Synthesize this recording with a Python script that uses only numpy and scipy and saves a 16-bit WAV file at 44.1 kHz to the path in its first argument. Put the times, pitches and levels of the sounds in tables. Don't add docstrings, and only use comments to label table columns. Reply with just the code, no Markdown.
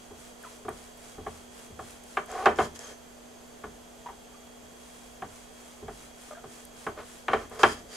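import sys
import numpy as np
from scipy import signal
from scipy.fft import rfft, irfft
from scipy.io import wavfile

SR = 44100
rng = np.random.default_rng(int(sys.argv[2]) if len(sys.argv) > 2 else 0)


def dump(signal):
    limited = np.clip(np.atleast_2d(signal).T, -1, 1)
    pcm = np.round(limited * 32767).astype(np.int16)
    wavfile.write(sys.argv[1], SR, pcm)


N = 351036

# frequency in Hz, level in dB, t60 in s.
BOARD_MODES = [(47.1, -32, 0.9), (79, -24.5, 0.54), (109.8, -22, 0.25), (152, -23, .25), (229.2, -15, 0.26),
               (316, -19, 0.062), (398.8, -4, 0.17), (435.6, -0.5, 0.13), (483, -16, 0.11),
               (599, -15.5, 0.23), (650, -9, 0.16), (703.4, -5.5, 0.15), (735, -3.5, 0.098),
               (784, 2, 0.097), (841, -19, 0.24), (938, -9.5, 0.14), (1024, -11, 0.2), (1078.5, -2, 0.083),
               (1164, 1, 0.062), (1210, -2, 0.048), (1278, -19, 0.094), (1460, -7, 0.095),
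               (1493, -11.5, 0.14), (1678, -3.5, 0.086), (1783, -6.5, 0.099), (2146, -8.5, 0.057),
               (2307, -15.5, 0.16), (2485, -14.5, 0.039), (3124, -14.5, 0.14), (3162, -12, 0.13)]
# frequency in Hz, density in dB per Hz.
RUB_SPECTRUM = [(60, -12), (250, -21), (420, 4.5), (560, 2), (760, -4.5), (930, -4), (1150, 0), (1750, -5),
                (2400, -10.5), (3200, -16.5), (4200, -18), (9000, -40)]


def gain_of(db):
    return 10 ** (np.asarray(db) / 20)


def evened(x):
    return x / np.sqrt(np.mean(x ** 2) + 1e-20)


def read(points, hz):
    f, value = np.transpose(points)
    return np.interp(np.log(hz + 1), np.log(f + 1), value)


def bumps(peaks, f):
    return sum(db / (1 + (2 * (f - hz) / width) ** 2) for hz, width, db in peaks)


def add(mix, s, sound):
    part = mix[:, max(round(s * SR), 0):][:, :sound.shape[-1]]
    part += sound[..., :part.shape[1]]


def wander(n, hz):
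    f = np.fft.rfftfreq(n, 1 / SR)
    slow = rfft(rng.standard_normal(n)) / (1 + (f / hz) ** 4)
    return evened(irfft(slow, n))


def noise(n, shape_db, same=None):
    if same is None:
        # frequency in Hz, correlation from 0 to 1.
        same = [(30, 0.8), (150, 0.1), (700, 0.1), (2000, 0.083), (3300, 0.24), (4500, 0.25), (7500, 0.53),
                (9500, 0.19), (11000, 0.99), (16000, 1)]
    hz = np.fft.rfftfreq(n, 1 / SR)
    mid, side = rfft(rng.standard_normal((2, n))) * gain_of(shape_db(hz))
    correlation = np.clip(read(same, hz), 0, 1)
    mid, side = mid * np.sqrt(1 + correlation), side * np.sqrt(1 - correlation)
    return evened(irfft(np.array([mid + side, mid - side]), n))


def colour(x, shape_db, size=4096):
    hz = abs(np.fft.fftfreq(size, 1 / SR))
    log_gain = np.log(np.maximum(gain_of(shape_db(hz)), 1e-5))
    response = np.exp(np.conj(signal.hilbert(log_gain)))
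    taps = np.fft.ifft(response).real[:size // 2]
    return signal.fftconvolve(x, taps[None], axes=1)[:, :x.shape[1]]


def kitchen(air_db=-50.5, waver_db=0.5, right_db=0.7):
    # frequency in Hz, density in dB per Hz.
    air_spectrum = [(20, -7), (50, 2.5), (90, -6.5), (160, -4.5), (330, -4.5), (450, 2), (540, -2.5),
                    (680, 0.5), (900, -7), (1500, -11), (4200, -18.5), (8500, -17.5), (12000, -25),
                    (16000, -34)]
    # centre in Hz, width in Hz, dB over the air.
    fan_bands = [(3210, 380, 4), (4580, 38, 10.5), (6220, 67, 10), (6500, 97, 11), (6850, 200, -2),
                 (7200, 140, 8.5), (7620, 210, 3)]
    hum_hz, hum_db, hum_drift_hz = 241, -57.5, 0.36
    whine_hz, whine_usual_db, whine_drift_hz = 3292, -68, 2
    dip_at_s, dip_db, dip_fall_s, dip_recover_s = 3.2, 6, 0.36, 0.55

    air = gain_of(air_db) * noise(N, lambda f: read(air_spectrum, f) + bumps(fan_bands, f))
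    since = np.arange(N) / SR - dip_at_s
    dip_length = np.where(since < 0, dip_fall_s, dip_recover_s)
    whine_db = whine_usual_db - dip_db * np.exp(-(since / dip_length) ** 2)
    for hz, db, drift in (hum_hz, hum_db, hum_drift_hz), (whine_hz, whine_db, whine_drift_hz):
        turns = np.cumsum(hz + drift * wander(N, 5.2)) / SR
        level = np.sqrt(2) * gain_of(db + waver_db * wander(N, 2.2))
        air = air + level * np.sin(2 * np.pi * turns)
    return air * gain_of([[-right_db], [right_db]])


def slicing(flesh_db=2.5, grain_db=2):
    # start in seconds, length in seconds,
    # level in dB at full speed, before the common lift flesh_db.
    strokes = [(-.1, .21, -61.5), (0.127, .225, -56), (0.37, .26, -55.5), (0.67, 0.28, -56),
               (0.932, 0.28, -55.5), (1.213, 0.27, -56.5), (1.478, .245, -54.5), (1.758, 0.26, -54.5),
               (2.01, 0.24, -55.5), (2.235, .26, -64), (4.65, 0.6, -59), (5.22, 0.29, -57),
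               (5.462, 0.38, -57.5), (5.882, 0.25, -55.5), (6.132, 0.25, -54.5), (6.447, 0.23, -54.5),
               (6.716, .215, -54), (6.99, .27, -54.5)]
    # frequency in Hz, density in dB per Hz.
    flesh_spectrum = [(300, -26), (1000, 6.5), (2500, 2), (4500, -0.5), (8000, 3), (10000, 0.5),
                      (12500, -12.5), (16000, -14)]
    t = np.arange(N) / SR
    speed = sum(gain_of(db) * np.sin(np.pi * np.clip((t - s) / length, 0, 1)) for s, length, db in strokes)
    grain = evened(gain_of(grain_db * wander(N, 400)))
    hiss = noise(N, lambda f: read(flesh_spectrum, f)) * grain
    return gain_of(flesh_db) * hiss * speed


def ring(t, phases, spot_db=1, travel_s=0.13, spread=0.087, direct_db=6, direct_s=0.0055):
    hz, db, t60 = np.transpose(BOARD_MODES)[:, :, None]
    weight, apart = rng.standard_normal((2, len(BOARD_MODES), 1))
    swell = 1 - np.exp(-(t * np.sqrt(hz) / travel_s) ** 3)
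    direct = direct_db * np.exp(-(t / direct_s) ** 2)
    size = gain_of(db + spot_db * weight - 60 * t / t60 + direct) * swell
    turns = hz * t + phases
    return np.array([(size * np.sin(2 * np.pi * turns + ear * spread * apart)).sum(0) for ear in (-1, 1)])


def clatter(t, crack_db=7, crack_s=0.0026, travel_s=0.06):
    # frequency in Hz, density in dB per Hz.
    clatter_spectrum = [(30, -27), (90, -19.5), (200, -14), (310, -8), (420, -0.5), (540, -8.5), (750, -3),
                        (930, -8.5), (1150, 0.5), (1750, -6.5), (2400, -8.5), (3200, -8), (4200, -14),
                        (7000, -15), (15000, -21)]
    # frequency in Hz, t60 in s.
    clatter_t60 = [(80, 0.66), (260, 0.25), (700, 0.11), (1800, 0.14), (4000, 0.063), (10000, 0.069)]
    hiss = noise(len(t), lambda f: read(clatter_spectrum, f), [(500, 1.0), (1500, 0.87), (5000, 0.89)])
    hz, when, z = signal.stft(hiss, SR, nperseg=128, noverlap=96)
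    hz = hz[:, None]
    late = when + 0.0014 - travel_s / np.sqrt(hz + 100)
    onset = 1 / (1 + np.exp(-np.maximum(late / 0.0011, -30)))
    decay_db = -60 * when / read(clatter_t60, hz)
    crack = crack_db * np.exp(-abs(late) / crack_s)
    z = z * onset * gain_of(decay_db + crack)
    return signal.istft(z, SR, nperseg=128, noverlap=96)[1][:, :len(t)]


def knocks(ring_db=-3.0, clatter_db=-4.0, thump_hz=240, spot_db=3, spot_width=0.49, size=22050):
    # time in seconds, level in dB before the filtering,
    # contact cut-off in Hz (high is hard), thump in dB (the weight of the hand), Hz favoured by the spot struck.
    blows = [(.107, -49.5, 890, 21, 430), (0.649, -45, 1020, 24.5, 397), (.682, -34, 1610, 6, 380),
             (1.181, -43.5, 950, 25.5, 400), (1.264, -36, 1640, 16.5, 800), (1.703, -48.5, 400, 27, 400),
             (1.791, -38, 1240, 12.5, 800), (2.17, -25.5, 2600, -7, 1230),
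             (2.4576, -15.5, 2320, -11.5, 750), (2.4626, -14, 990, -9, 720), (2.5866, -22.5, 1880, 7, 714),
             (2.601, -27.5, 1800, 1, 1100), (3.638, -37.5, 1570, 13, 387), (4.086, -44, 1800, -3, 600),
             (4.615, -56, 400, 24, 300), (5.2207, -38, 1900, 15.5, 800), (5.825, -45, 540, 26, 430),
             (5.881, -40.5, 1770, 16, 750), (6.439, -45.5, 1400, 17, 397), (6.8662, -32, 2070, 10, 1090),
             (7.282, -27.5, 2940, 2.5, 1390), (7.3324, -21, 2200, 1, 684), (7.511, -47, 1760, 15, 540),
             (7.6324, -13.5, 3180, -1.5, 1450)]
    out, t = np.zeros((2, N)), np.arange(size) / SR
    early = t < .03
    for s, db, contact_hz, thump_db, spot_hz in blows:
        parts = ring(t, rng.random((len(BOARD_MODES), 1))), clatter(t)
        blow = sum(gain_of(share) * p / p[:, early].std() for share, p in zip((ring_db, clatter_db), parts))
        spot = [(spot_hz, spot_width * spot_hz, spot_db)]

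        def contact(f):
            thump = thump_db / (1 + (f / thump_hz) ** 2)
            softness = 10 * np.log10(1 + (f / contact_hz) ** 4)
            return thump - softness + bumps(spot, f)

        add(out, s, gain_of(db) * colour(blow, contact))
    return out


def snaps(decay_s=0.0018, octaves=0.23, snap_db=5, size=2048):
    # time in seconds,
    # level in dB before the common lift snap_db, centre in Hz.
    ticks = [(0.428, -48.5, 9850), (0.691, -42.5, 9800), (.975, -55, 13000), (1.9077, -47, 8000),
             (2.038, -49, 8500), (2.2599, -48, 9000), (2.3164, -41, 7300), (2.458, -36.5, 6300),
             (2.5602, -46, 6000), (2.7917, -38.5, 6800), (2.908, -51, 6300), (6.652, -42.5, 9700),
             (7.497, -51, 9000), (7.548, -51, 9000), (7.6332, -29, 5650)]
    out, t = np.zeros((2, N)), np.arange(size) / SR
    for s, db, hz in ticks:
        burst = noise(size, lambda f: -10 * np.log10(1 + (np.log2((f + 1) / hz) / octaves) ** 4))
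        add(out, s, gain_of(db + snap_db) * burst * np.exp(-t / decay_s))
    return out


def squeaks(slip_s=.0055, decay_s=0.0038, rise_s=0.0011, scatter=0.04, rasp_db=-11, size=4096):
    # start in seconds, length in seconds,
    # starting pitch in Hz, glide in octaves per s, nominal level in dB before the fade, overtone in dB.
    slides = [(0.436, .017, 1615, -22, -42, -19), (.457, .016, 990, -1, -43.5, -22),
              (4.059, .017, 925, 4, -35.5, -23), (4.093, 0.013, 960, -3.5, -39, -19),
              (4.119, .02, 830, -7, -51, -11), (4.343, .014, 1255, -5.5, -49.5, -7),
              (6.308, 0.028, 615, -1.5, -39, -6), (6.35, 0.008, 1610, -3, -45.5, -22),
              (6.368, .03, 721, -2.5, -45, -7)]
    fade_db_per_s = 132
    out, t = np.zeros((2, N)), np.arange(size) / SR
    for s, length, hz, glide, db, overtone_db in slides:
        gaps = slip_s * (1 + .5 * rng.uniform(-1, 1, 40))
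        slips = np.r_[0, np.cumsum(gaps)]
        since = np.maximum(t - slips[slips < length, None], 0)
        ringing = (np.exp(-since / decay_s) - np.exp(-since / rise_s)).sum(0)
        pitch = hz * 2 ** (glide * np.minimum(t, length)) * (1 + scatter * wander(size, 230))
        phase = 2 * np.pi * np.cumsum(pitch) / SR
        tone = np.sin(phase) + gain_of(overtone_db) * np.sin(2 * phase)
        rasp = gain_of(rasp_db) * noise(size, lambda f: read(RUB_SPECTRUM, f), [(500, 0.66), (3000, 0.65)])
        add(out, s, 2 * gain_of(db - fade_db_per_s * t) * ringing * (tone + rasp))
    return out


def pressure(t, length, attack_s, swell_db_per_s=0, release_s=0.05):
    bite = np.clip(t / attack_s, 0, 1)
    lift = np.clip((length - t) / release_s, 0, 1)
    return bite * lift * gain_of(swell_db_per_s * (np.minimum(t, length) - length / 2))


def drags(rub_grain_db=1.5, steel_grain_db=1.5, mode_db=6, mode_width_hz=30, sing_width=0.032, size=22050):
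    # start in seconds, length in seconds, attack in seconds,
    # board rub in dB midway, steel hiss in dB, swell of the rub in dB per s,
    # Hz at which the contact sings, its lift in dB.
    scrapes = [(2.265, 0.28, 0.039, -39, -50.5, 38, 446, 4.5),
               (2.553, 0.14, 0.046, -40, -43.5, -40, 6800, 4),
               (2.743, 0.046, 0.016, -49, -40.5, -20, 6400, 11),
               (2.788, .17, 0.0046, -50, -49, 15, 6360, 4), (6.961, 0.093, 0.027, -41, -60, -60, 1075, 7),
               (7.291, 0.19, 0.025, -40.5, -54.5, -95, 458, 5),
               (7.514, 0.12, 0.014, -46.5, -54, 30, 4800, -3),
               (7.59, 0.18, 0.0034, -41.5, -41, -87, 4870, 6), (7.747, 0.095, .015, -54, -53, -40, 4800, 5),
               (7.878, 0.14, 0.062, -51.5, -44.5, 20, 4720, 10)]
    # frequency in Hz, density in dB per Hz.
    steel_spectrum = [(500, -34), (1500, -4.5), (2800, -5), (4000, -4), (5200, -4), (5700, -3),
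                      (7000, -2.5), (9000, -5), (11000, -10.5), (13000, -19), (16000, -24)]
    # frequency in Hz, width in Hz, lift in dB.
    blade_modes = [(1740, 440, 11), (3220, 200, 12), (4820, 260, 4.5), (5250, 300, 5), (6600, 400, 4),
                   (7050, 430, 2), (9670, 400, 5.5)]
    out, t = np.zeros((2, N)), np.arange(size) / SR
    modes = [(hz, mode_width_hz, mode_db) for hz, _, _ in BOARD_MODES]
    for s, length, attack_s, rub_db, steel_db, swell, sing_hz, sing_db in scrapes:
        sing = [(sing_hz, sing_width * sing_hz, sing_db)]
        rub = noise(size, lambda f: read(RUB_SPECTRUM, f) + bumps(modes + sing, f), [(500, 0.98), (3000, 1.0)])
        steel = noise(size, lambda f: read(steel_spectrum, f) + bumps(blade_modes + sing, f))
        rub = rub * pressure(t, length, attack_s, swell)
        steel = steel * pressure(t, length, attack_s)
        for sound, db, grain_db in (rub, rub_db, rub_grain_db), (steel, steel_db, steel_grain_db):
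            grain = evened(gain_of(grain_db * wander(size, 310)))
            add(out, s, gain_of(db) * sound * grain)
    return out


def judder(jitter=0.053, flutter_db=4.0):
    # level in dB, from the first harmonic up.
    harmonics = [-7, 4.5, -1, -10, -15, -23]
    start_s, length_s, attack_s = 2.275, 0.2, 0.046
    slips_hz, midway_db, swell_db_per_s = 376, -38, 43
    t = np.arange(SR) / SR
    turns = np.cumsum(slips_hz * (1 + jitter * wander(SR, 130))) / SR
    groan = np.zeros(SR)
    for number, db in enumerate(harmonics, 1):
        size = gain_of(db + flutter_db * wander(SR, 60))
        groan += size * np.sin(2 * np.pi * (number * turns + rng.random()))
    out = np.zeros((2, N))
    hand = pressure(t, length_s, attack_s, swell_db_per_s)
    add(out, start_s, gain_of(midway_db) * evened(groan) * hand)
    return out


def whistles(waver_hz=70, flutter_db=7.0, flutter_hz=130, attack_s=0.0089, size=11025):
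    # start in seconds, length in seconds,
    # starting pitch in Hz, glide in Hz per s, level in dB.
    notes = [(2.753, .018, 6480, 0, -47), (2.825, 0.15, 6470, -2900, -54.5)]
    out, t = np.zeros((2, N)), np.arange(size) / SR
    for s, length, hz, glide, db in notes:
        turns = np.cumsum(hz + glide * t + waver_hz * wander(size, 300)) / SR
        flutter = evened(gain_of(flutter_db * wander(size, flutter_hz)))
        tone = evened(np.sin(2 * np.pi * turns))
        add(out, s, gain_of(db) * flutter * pressure(t, length, attack_s) * tone)
    return out


def room(x, t60=0.26, wet_db=-14, gap_s=0.0079, size=22050):
    t = np.arange(size) / SR
    tail = noise(size, lambda f: read([(100, -8.5), (3000, 5.5), (12000, -2.0)], f))
    tail = tail * gain_of(-60 * t / t60) * (t > gap_s)
    return gain_of(wet_db) * signal.fftconvolve(x, tail / np.linalg.norm(tail[0]), axes=1)[:, :N]


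def scene():
    work = slicing() + knocks() + snaps() + squeaks() + drags() + judder() + whistles()
    return work + room(work) + kitchen()


def record(dry, edge_hz=15600):
    low_pass = signal.firwin(255, edge_hz, window=("kaiser", 8), fs=SR)
    return signal.oaconvolve(np.clip(dry, -1, 1), low_pass[None], "same")


dry = scene()
out = record(dry)
dump(out)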